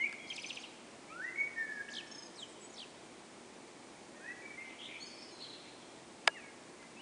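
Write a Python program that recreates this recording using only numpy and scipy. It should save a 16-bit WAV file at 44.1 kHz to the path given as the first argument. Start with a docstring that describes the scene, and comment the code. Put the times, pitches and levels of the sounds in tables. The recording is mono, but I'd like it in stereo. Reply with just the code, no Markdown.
"""A thrush-like bird at dawn over rooftops: slow fluting whistles and fast two-voiced twitter, near one microphone.
Its notes, and the whistles and buzzes of farther birds, are gliding sines with weak overtones.
House walls return a long soft echo, built from bands of dying noise.
Close by something ticks: struck resonant modes with a short crack. Coloured noise with a few narrow hums
makes the town's hum and the microphone's hiss."""
import sys
import numpy as np
from scipy import signal
from scipy.fft import rfft, irfft
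from scipy.io import wavfile
from scipy.ndimage import uniform_filter1d

SR = 44100
rng = np.random.default_rng(int(sys.argv[2]) if len(sys.argv) > 2 else 0)


def dump(signal):
    """Clip the signal to [-1, 1] and save it as 16-bit WAV at the path in sys.argv[1]."""
    limited = np.clip(np.atleast_2d(signal).T, -1, 1)
    pcm = np.round(limited * 32767).astype(np.int16)
    wavfile.write(sys.argv[1], SR, pcm)


def level_to_linear(level):
    """Convert decibel levels to linear amplitude factors, elementwise."""
    exponent = np.asarray(level, float) / 20
    return 10 ** exponent


N = 309141   # length of the scene in samples

# steady town hum and microphone hiss, only the shape counts: hz, relative_db (per Hz)
TOWN_COLOUR = [(18, -48), (30, -22), (65, -19), (231, -3), (341, 0.5), (424, -3.5), (838, -6.5),
               (1540, -14), (2270, -12.5), (2760, -17), (8640, -20), (10000, -23), (13000, -83),
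               (22000, -120)]
# narrow hums standing out of the town noise: centre_hz, width_hz (standard deviation), boost_db
TOWN_HUMS = [(63.5, 4.6, 4), (130, 4.3, 5), (168, 4.9, 1.5), (235.5, 8, 4.5), (345, 4.2, 3.5),
             (2350, 52, 1)]
TOWN_DB = -54   # rms of the whole town noise

# near bird, long fluting glides, one table a glide: time_s, pitch_hz, level_db
FLUTE_GLIDES = [
    [(0, 2060, -36.5), (0.018, 2122, -33.5), (0.045, 2264, -35), (0.066, 2480, -40.5)],
    [(1.1, 1230, -60.5), (1.14, 1330, -49), (1.18, 1450, -52), (1.215, 1540, -41), (1.225, 1753, -47),
     (1.245, 1860, -38), (1.27, 1980, -47), (1.295, 2040, -43.5), (1.345, 2065, -55)],
    [(1.56, 1830, -48), (1.59, 1810, -36), (1.625, 1791, -39.5), (1.665, 1735, -51.5), (1.715, 1729, -39),
     (1.75, 1715, -47.5), (1.8, 1644, -44.5), (1.825, 1668, -46)],
    [(4.19, 1380, -69), (4.25, 1710, -51), (4.275, 1884, -49), (4.288, 1910, -44.5), (4.33, 1997, -51.5)],
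    [(6.295, 2834, -61), (6.36, 2840, -62), (6.44, 2234, -61), (6.51, 2110, -65)],
]
# near bird, plain fluting notes: start_s, length_s, first_hz, last_hz, peak_db
FLUTE_NOTES = [(0, 0.045, 3110, 2730, -49.5), (1.075, 0.071, 2100, 2810, -58.5),
               (1.25, .06, 2770, 2690, -64), (1.357, 0.12, 2194, 2252, -37.5),
               (4.13, 0.11, 1860, 1820, -66), (4.21, .15, 2440, 2670, -61), (4.42, 0.16, 2300, 2294, -49),
               (4.572, 0.065, 2070, 2133, -45.5), (4.64, .095, 2090, 2070, -53.5),
               (6.222, 0.04, 2260, 2680, -65), (6.348, .04, 2250, 1680, -52.5),
               (6.39, .17, 1670, 1640, -68), (6.785, 0.1, 2074, 2030, -61), (6.965, 0.028, 2550, 2680, -60),
               (6.99, 0.029, 2700, 3170, -57)]
# how a plain note runs: peak_at (share of length), start_below_peak_db, end_below_peak_db,
# glide_exponent (under 1 the pitch moves early)
FLUTE_RUN = (0.29, 7.6, 2.7, .9)
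TWITTER_RUN = (1.1, 2.9, 3.1, 0.66)
FAR_RUN = (0.46, 6.6, 8.6, 0.453)

# decay of the echo off the walls: hz, t60_s
WALL_DECAY = [(1000, 1.9), (2500, 1.26), (4000, 1.54), (7000, 0.82)]

# ticks close to the microphone: time_s, level_db, brightness_db_per_octave
TICK_STRIKES = [(.077, -47.5, 6), (.094, -46, 7), (0.1265, -38, 6), (6.2732, -36.5, 8), (6.2758, -12, 3.5),
                (6.2768, -16.5, 0.5), (6.2785, -24, -1.5), (6.2925, -53.5, -8), (6.827, -50, -1)]
# what the ticks ring with: pitch_hz, level_db (relative), t60_s
TICK_RINGING = [(440, -10, 0.023), (646, -6.5, 0.022), (926, -5.5, 0.025), (1070, -10.5, 0.015),
                (1360, -5, 0.052), (1653, -2, 0.043), (2250, 0, 0.0085), (2770, -3, 0.0071),
                (3500, -8.5, 0.011), (4400, -11.5, 0.0067), (4900, -7.5, 0.0067), (6400, -20, 0.0034),
                (7020, -17.5, 0.0038), (8020, -20.5, 0.0051), (9200, -18, 0.0024)]

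# near bird, thin high notes: start_s, length_s, first_hz, last_hz, peak_db
THIN_NOTES = [(.19, .09, 3260, 3320, -59.5), (.27, 0.022, 4210, 6880, -63), (.302, 0.013, 3276, 3160, -38),
              (.655, 0.047, 4400, 3720, -62), (1.885, 0.0097, 2320, 3265, -50.5),
              (1.897, .007, 4330, 5600, -63), (2.362, .033, 8200, 8600, -62.5),
              (2.485, .027, 8900, 7650, -61), (2.52, .015, 8430, 7110, -62), (2.607, .065, 7600, 8020, -57),
              (2.627, .035, 6700, 6900, -62), (2.699, 0.012, 6700, 6850, -57)]
# near bird, one long dive: time_s, pitch_hz, level_db
LONG_DIVE = [(2.358, 6130, -56), (2.372, 4770, -61), (2.395, 3830, -48.5), (2.415, 3500, -58.5),
             (2.432, 3150, -42), (2.448, 2830, -59)]

# near bird, trill syllables: lowest_point_s, level_db, pitch_lift_hz
TRILL_SYLLABLES = [(.323, -45, 1), (.387, -44.5, 4), (.450, -45, 8), (.514, -44.5, 126), (0.579, -48, 96),
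                   (.645, -50.5, 284.5)]
# each side of the syrinx repeats its own figure, before lift:
# from_lowest_point_s, pitch_hz, level_db (relative to the syllable)
SYRINX_FIGURES = [
    [(-.030, 9850, -13), (-.026, 9500, -19), (-.022, 7400, -7.5), (-.018, 4900, -8), (-.013, 3800, -9),
     (-.009, 3200, -6.5), (-.005, 2600, 1), (0, 2250, -2.5), (.004, 2600, -3), (.008, 3380, -11),
     (.012, 4600, -20)],
    [(-.052, 5600, -19), (-.047, 4500, -13), (-.042, 4100, -12), (-.034, 4830, -13.5), (-.027, 5300, -6),
     (-.022, 4330, -11), (-.017, 3200, -3)],
]
# rising lead-in of the upper side, same columns: from_lowest_point_s, pitch_hz, level_db (relative)
UPPER_LEAD_IN = [(-.056, 5380, -17), (-.051, 6000, -8), (-.045, 6010, -8), (-.039, 6700, -14.5),
                 (-.034, 8000, -20)]
# band that beak and throat favour in the quick notes: centre_hz, width_hz, boost_db
BEAK_BAND = (3190, 350, 6)

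# near bird, falling warbles: first_crest_s, vibrato_period_s, trough_hz (at the first crest),
# crest_fall_exponent, peak_db (before the vibrato and flutter change the level)
FALLING_WARBLES = [(1.912, .0167, 5300, 1.1, -47), (2.7357, .0192, 6920, 0.62, -51.5)]
# same columns as the plain runs, but the exponent is not used
WARBLE_RUN = (0.63, 9.1, 6.4, 1.)

# near bird, paired chips from both sides of the syrinx: start_s, length_s, lower_voice_db, upper_voice_db
PAIRED_CHIPS = [(2.072, .012, -58, -66), (2.113, 0.016, -51.5, -55), (2.147, .015, -51, -56),
                (2.18, .021, -52, -57), (2.222, 0.016, -51, -56), (2.255, 0.018, -57, -58)]

# farther birds, buzzy notes: start_s, length_s, pitch_hz, spread_hz (standard deviation), level_db
BUZZ_NOTES = [(2.39, 0.043, 7650, 350, -60.5), (4.24, .1, 1693, 140, -61), (4.6, 0.23, 2700, 318, -64.5),
              (4.785, .095, 3270, 221, -53.5), (4.88, .1, 3130, 300, -65), (4.885, 0.097, 2390, 193, -55),
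              (5.0, 0.23, 2420, 170, -70.5), (5.05, 0.063, 6450, 200, -65), (5.09, 0.214, 5120, 249, -62.5),
              (5.395, 0.061, 4210, 250, -54.5), (5.4, 0.21, 3180, 454, -65), (5.5, 0.053, 3926, 249, -58),
              (5.62, .16, 3850, 298, -72), (5.63, 0.073, 2570, 243, -66)]
# a farther bird, thin notes: start_s, length_s, first_hz, last_hz, peak_db
FAR_NOTES = [(4.997, 0.0415, 6000, 6810, -58), (5.0, 0.062, 4180, 4520, -51.5),
             (5.055, .03, 4900, 5150, -52.5), (5.1, .04, 4630, 4500, -57), (5.27, 0.045, 2903, 3025, -63),
             (5.315, .04, 6430, 6520, -64), (5.31, 0.089, 4180, 4090, -59.5), (5.4, 0.17, 4080, 4056, -57),
             (5.44, .012, 4000, 3010, -52), (5.535, .008, 3700, 3220, -55), (5.82, .02, 3680, 3090, -61),
             (5.89, 0.017, 3530, 3100, -61.5), (5.962, 0.014, 3520, 3200, -67)]


def at_hz(points, hz):
    """Read a table on a log-frequency axis."""
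    table_hz, value = np.transpose(points)
    return np.interp(np.log(hz), np.log(table_hz), value)


def wander(rate_hz):
    """Noise through a double one-pole low-pass; spread 1."""
    r = np.exp(-2 * np.pi * rate_hz / SR)
    settle = 3000   # samples dropped while the filter settles
    slow = signal.lfilter([1], [1, -2 * r, r * r], rng.standard_normal(N + settle))[settle:]
    return slow / slow.std()


def during(curve, t):
    """The stretch of a curve that lies under a note."""
    return curve[np.minimum((t * SR).astype(int), N - 1)]


def swell(share, run):
    """Level in dB along a note: straight up to the peak, straight down from it."""
    peak_at, rise_db, fall_db, _ = run
    return np.interp(share, [0, np.clip(peak_at, .05, .95), 1], [-rise_db, 0, -fall_db])


def plain(notes, run, count=9):
    """Notes that share one swell and one way of gliding from first to last pitch."""
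    share = np.linspace(0, 1, count)
    *_, bend = run
    rows = []
    for start_s, length_s, first_hz, last_hz, peak_db in notes:
        pitch_hz = first_hz + (last_hz - first_hz) * share ** bend
        rows.append(np.c_[start_s + share * length_s, pitch_hz, peak_db + swell(share, run)])
    return rows


def unroll(rows, smooth_s=.002):
    """Start time and per-sample columns of a note, corners rounded."""
    s, *columns = np.transpose(rows)
    t = np.arange(max(s[0], 0), s[-1], 1 / SR)
    width = int(smooth_s * SR)
    return [t] + [uniform_filter1d(np.interp(t, s, c), width, mode="nearest") for c in columns]


def add(track, start_s, hz, level_db, second_db, third_db, fade_s=0.001):
    """A syrinx tone: a sine with two weak overtones, faded in and out."""
    i, k = round(start_s * SR), np.arange(len(hz))
    phase = 2 * np.pi * np.cumsum(hz) / SR
    overtones = level_to_linear(second_db) * np.sin(2 * phase) + level_to_linear(third_db) * np.sin(3 * phase)
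    tone = np.sin(phase) + overtones * (hz < 5000)   # high pitches stay pure
    fade = np.clip(np.minimum(k, k[::-1]) / (fade_s * SR), 0, 1)
    note = np.sqrt(2) * level_to_linear(level_db) * fade * tone   # level_db is the rms of the sine
    track[i:i + len(hz)] += note[:N - i]


def whistles(notes, second_db, third_db, waver, flutter_db):
    """Syrinx tones along pitch and level tables; both waver slightly."""
    out = np.zeros(N)
    pitch = waver * wander(48)   # share of the pitch
    level = flutter_db * wander(60)
    for rows in notes:
        t, hz, level_db = unroll(rows)
        add(out, t[0], hz * (1 + during(pitch, t)), level_db + during(level, t), second_db, third_db)
    return out


def town():
    """Steady noise with the colour of far traffic and microphone hiss, a few narrow hums standing out."""
    hz = np.maximum(np.fft.rfftfreq(N, 1 / SR), 1)
    colour_db = at_hz(TOWN_COLOUR, hz)
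    for centre_hz, width_hz, boost_db in TOWN_HUMS:
        colour_db = colour_db + boost_db * np.exp(-.5 * ((hz - centre_hz) / width_hz) ** 2)
    noise = irfft(rfft(rng.standard_normal(N)) * level_to_linear(colour_db), N)
    return level_to_linear(TOWN_DB) * noise / noise.std()


def flutes():
    """Slow near whistles: almost pure syrinx tones gliding in pitch."""
    notes = FLUTE_GLIDES + plain(FLUTE_NOTES, FLUTE_RUN)
    return whistles(notes, second_db=-37.0, third_db=-33, waver=0.004, flutter_db=2.5)


def walls(x, delay_s=0.0035, near_db=7, near_t60=0.11):
    """Scattered echoes: octave bands of dying noise, each with its own decay; near roofs answer first and loudest."""
    t, response = np.arange(SR) / SR, 0
    for low in (720, 1377, 2800, 5600):
        octave = signal.butter(2, [low, 2 * low], "band", fs=SR, output="sos")
        band = signal.sosfilt(octave, rng.standard_normal(SR))
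        t60 = at_hz(WALL_DECAY, low * np.sqrt(2))
        response = response + band * level_to_linear(-60 * t / t60)
    onset = np.clip(t / delay_s - 1, 0, 1)   # silent for one delay, full after two
    near = level_to_linear(near_db - 60 * t / near_t60)
    response = response * onset * (1 + near)
    return signal.fftconvolve(x, response / np.sqrt(np.sum(response ** 2)))[:N]


def ticks(crack_db=-3, crack_t60=0.0094, low_hz=300):
    """Each tick strikes every mode and cracks briefly; brighter ticks favour the upper modes."""
    s, db, tilt = np.transpose(TICK_STRIKES)
    at, out = np.round(s * SR).astype(int), np.zeros(N)
    for k, (hz, mode_db, t60) in enumerate(TICK_RINGING):
        clicks = np.full(N, 1e-18)   # tiny floor keeps the filter out of denormals
        strike_db = db + mode_db + tilt * np.log2(hz / 2500)
        clicks[at] = level_to_linear(strike_db) * (-1) ** k   # neighbouring modes start in opposite sense
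        r, w = level_to_linear(-60 / (t60 * SR)), 2 * np.pi * hz / SR
        out += signal.lfilter([0, np.sin(w)], [1, -2 * r * np.cos(w), r * r], clicks)
    clicks = np.full(N, 1e-18)
    clicks[at] = level_to_linear(db + crack_db)
    envelope = signal.lfilter([1], [1, -level_to_linear(-60 / (crack_t60 * SR))], clicks)
    crack = rng.standard_normal(N) * envelope
    out += signal.sosfilt(signal.butter(2, [900, 4000], "band", fs=SR, output="sos"), crack)
    # the ticks carry no bass
    return signal.sosfilt(signal.butter(2, low_hz, "high", fs=SR, output="sos"), out)


def thin_twitter():
    """Thin near notes, chips and the dive: steady syrinx tones with a weak second harmonic."""
    notes = plain(THIN_NOTES, TWITTER_RUN) + chips() + [LONG_DIVE]
    return whistles(notes, second_db=-19, third_db=-38, waver=0.0057, flutter_db=0.5)


def quick_twitter():
    """Trill and warbles, coloured by the resonance of beak and throat."""
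    quick = trill() + warbles()
    hz, width_hz, boost_db = BEAK_BAND
    resonance = signal.lfilter(*signal.iirpeak(hz, hz / width_hz, SR), quick)
    return quick + (level_to_linear(boost_db) - 1) * resonance


def trill():
    """Two voices: each side of the syrinx sweeps its own figure in every syllable."""
    notes = [np.array(side) + [s, lift_hz, db] for s, db, lift_hz in TRILL_SYLLABLES for side in SYRINX_FIGURES]
    # every syllable but the first has a lead-in
    notes += [np.array(UPPER_LEAD_IN) + [s, lift_hz, db] for s, db, lift_hz in TRILL_SYLLABLES[1:]]
    return whistles(notes, second_db=-15.5, third_db=-38, waver=0.0168, flutter_db=3.0)


def warbles(flutter_db=3.0):
    """The pitch swings between falling crests and sinking troughs, then slides out."""
    first_crest_hz, last_crest_hz = 7660, 3940
    floor_hz, keeps = 3000, .38   # troughs sink to a floor, keeping this share of their height each turn
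    vibrato_turns, lead_s = 4.4, .008
    slide_s, slide_hz_per_s = 0.026, 25000   # the plain downward slide that ends it
    trough_db = 1   # troughs louder and crests softer by this
    out, flutter = np.zeros(N), flutter_db * wander(150)
    for s, period, trough_hz, bend, db in FALLING_WARBLES:
        swinging = vibrato_turns * period
        t = np.arange(-lead_s, swinging + slide_s, 1 / SR)
        turns = np.minimum(t, swinging) / period
        wave = np.cos(2 * np.pi * turns)
        fallen = (np.maximum(turns, 0) / vibrato_turns) ** bend
        crest = first_crest_hz + (last_crest_hz - first_crest_hz) * fallen
        trough = floor_hz + (trough_hz - floor_hz) * keeps ** np.abs(turns)
        slide = slide_hz_per_s * np.maximum(t - swinging, 0)
        hz = trough + (crest - trough) * (1 + wave) / 2 - slide
        level_db = db + swell(t / t[-1], WARBLE_RUN) - trough_db * wave + during(flutter, s + t)
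        add(out, s - lead_s, hz, level_db, second_db=-14.5, third_db=-37)
    return out


def chips():
    """Note tables of both syrinx sides: the upper voice holds its pitch; the lower sags and sweeps."""
    lower_hz, upper_hz = 5300, 6430
    sag_hz_per_s = 470   # the lower voice starts lower as the run goes on
    first_sweep_hz, last_sweep_hz = 230., -380.   # and turns from rising to falling
    s, length, lower_db, upper_db = np.transpose(PAIRED_CHIPS)
    start_hz = lower_hz - sag_hz_per_s * (s - s.min())
    end_hz = start_hz + np.linspace(first_sweep_hz, last_sweep_hz, len(s))
    lower = [[(a, hz, db), (b, hz_b, db)] for a, b, hz, hz_b, db in zip(s, s + length, start_hz, end_hz, lower_db)]
    upper = [[(a, upper_hz, db), (b, upper_hz, db)] for a, b, db in zip(s, s + length, upper_db)]
    return lower + upper


def buzzes():
    """Pitch and level shake too fast to follow, which blurs the note into a band."""
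    out, shake, flutter = np.zeros(N), wander(203), 3.3 * wander(97)
    for s, length, hz, spread_hz, db in BUZZ_NOTES:
        t = np.arange(s, s + length, 1 / SR)
        pitch_hz = hz + spread_hz * during(shake, t)
        add(out, s, pitch_hz, db + during(flutter, t), second_db=-23, third_db=-41, fade_s=0.0055)
    return out


def far_whistles():
    """Thin gliding syrinx tones of a farther bird."""
    return whistles(plain(FAR_NOTES, FAR_RUN), second_db=-21, third_db=-43, waver=0.008, flutter_db=3.0)


def scene():
    """Each bird direct plus its share of echo, the far ones with more; one capsule feeds both channels."""
    flute, far, buzz = flutes(), far_whistles(), buzzes()
    twitter = thin_twitter() + quick_twitter()
    echo = walls(level_to_linear(-8.5) * flute + level_to_linear(-11) * twitter + level_to_linear(-5) * far + level_to_linear(-4.5) * buzz)
    mono = flute + twitter + far + buzz + echo + ticks() + town()
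    return np.array([mono, mono])


def band_limit(x):
    """A steep low-pass at the top of the band."""
    return signal.sosfilt(signal.butter(12, 10270, fs=SR, output="sos"), x)


def record(dry):
    """The finished mix, its top cut steeply above 10170 Hz."""
    low_pass = signal.ellip(10, .3, 60, 10170, fs=SR, output="sos")
    mix = signal.sosfilt(low_pass, dry)
    return band_limit(mix)


dry = scene()
out = record(dry)
dump(out)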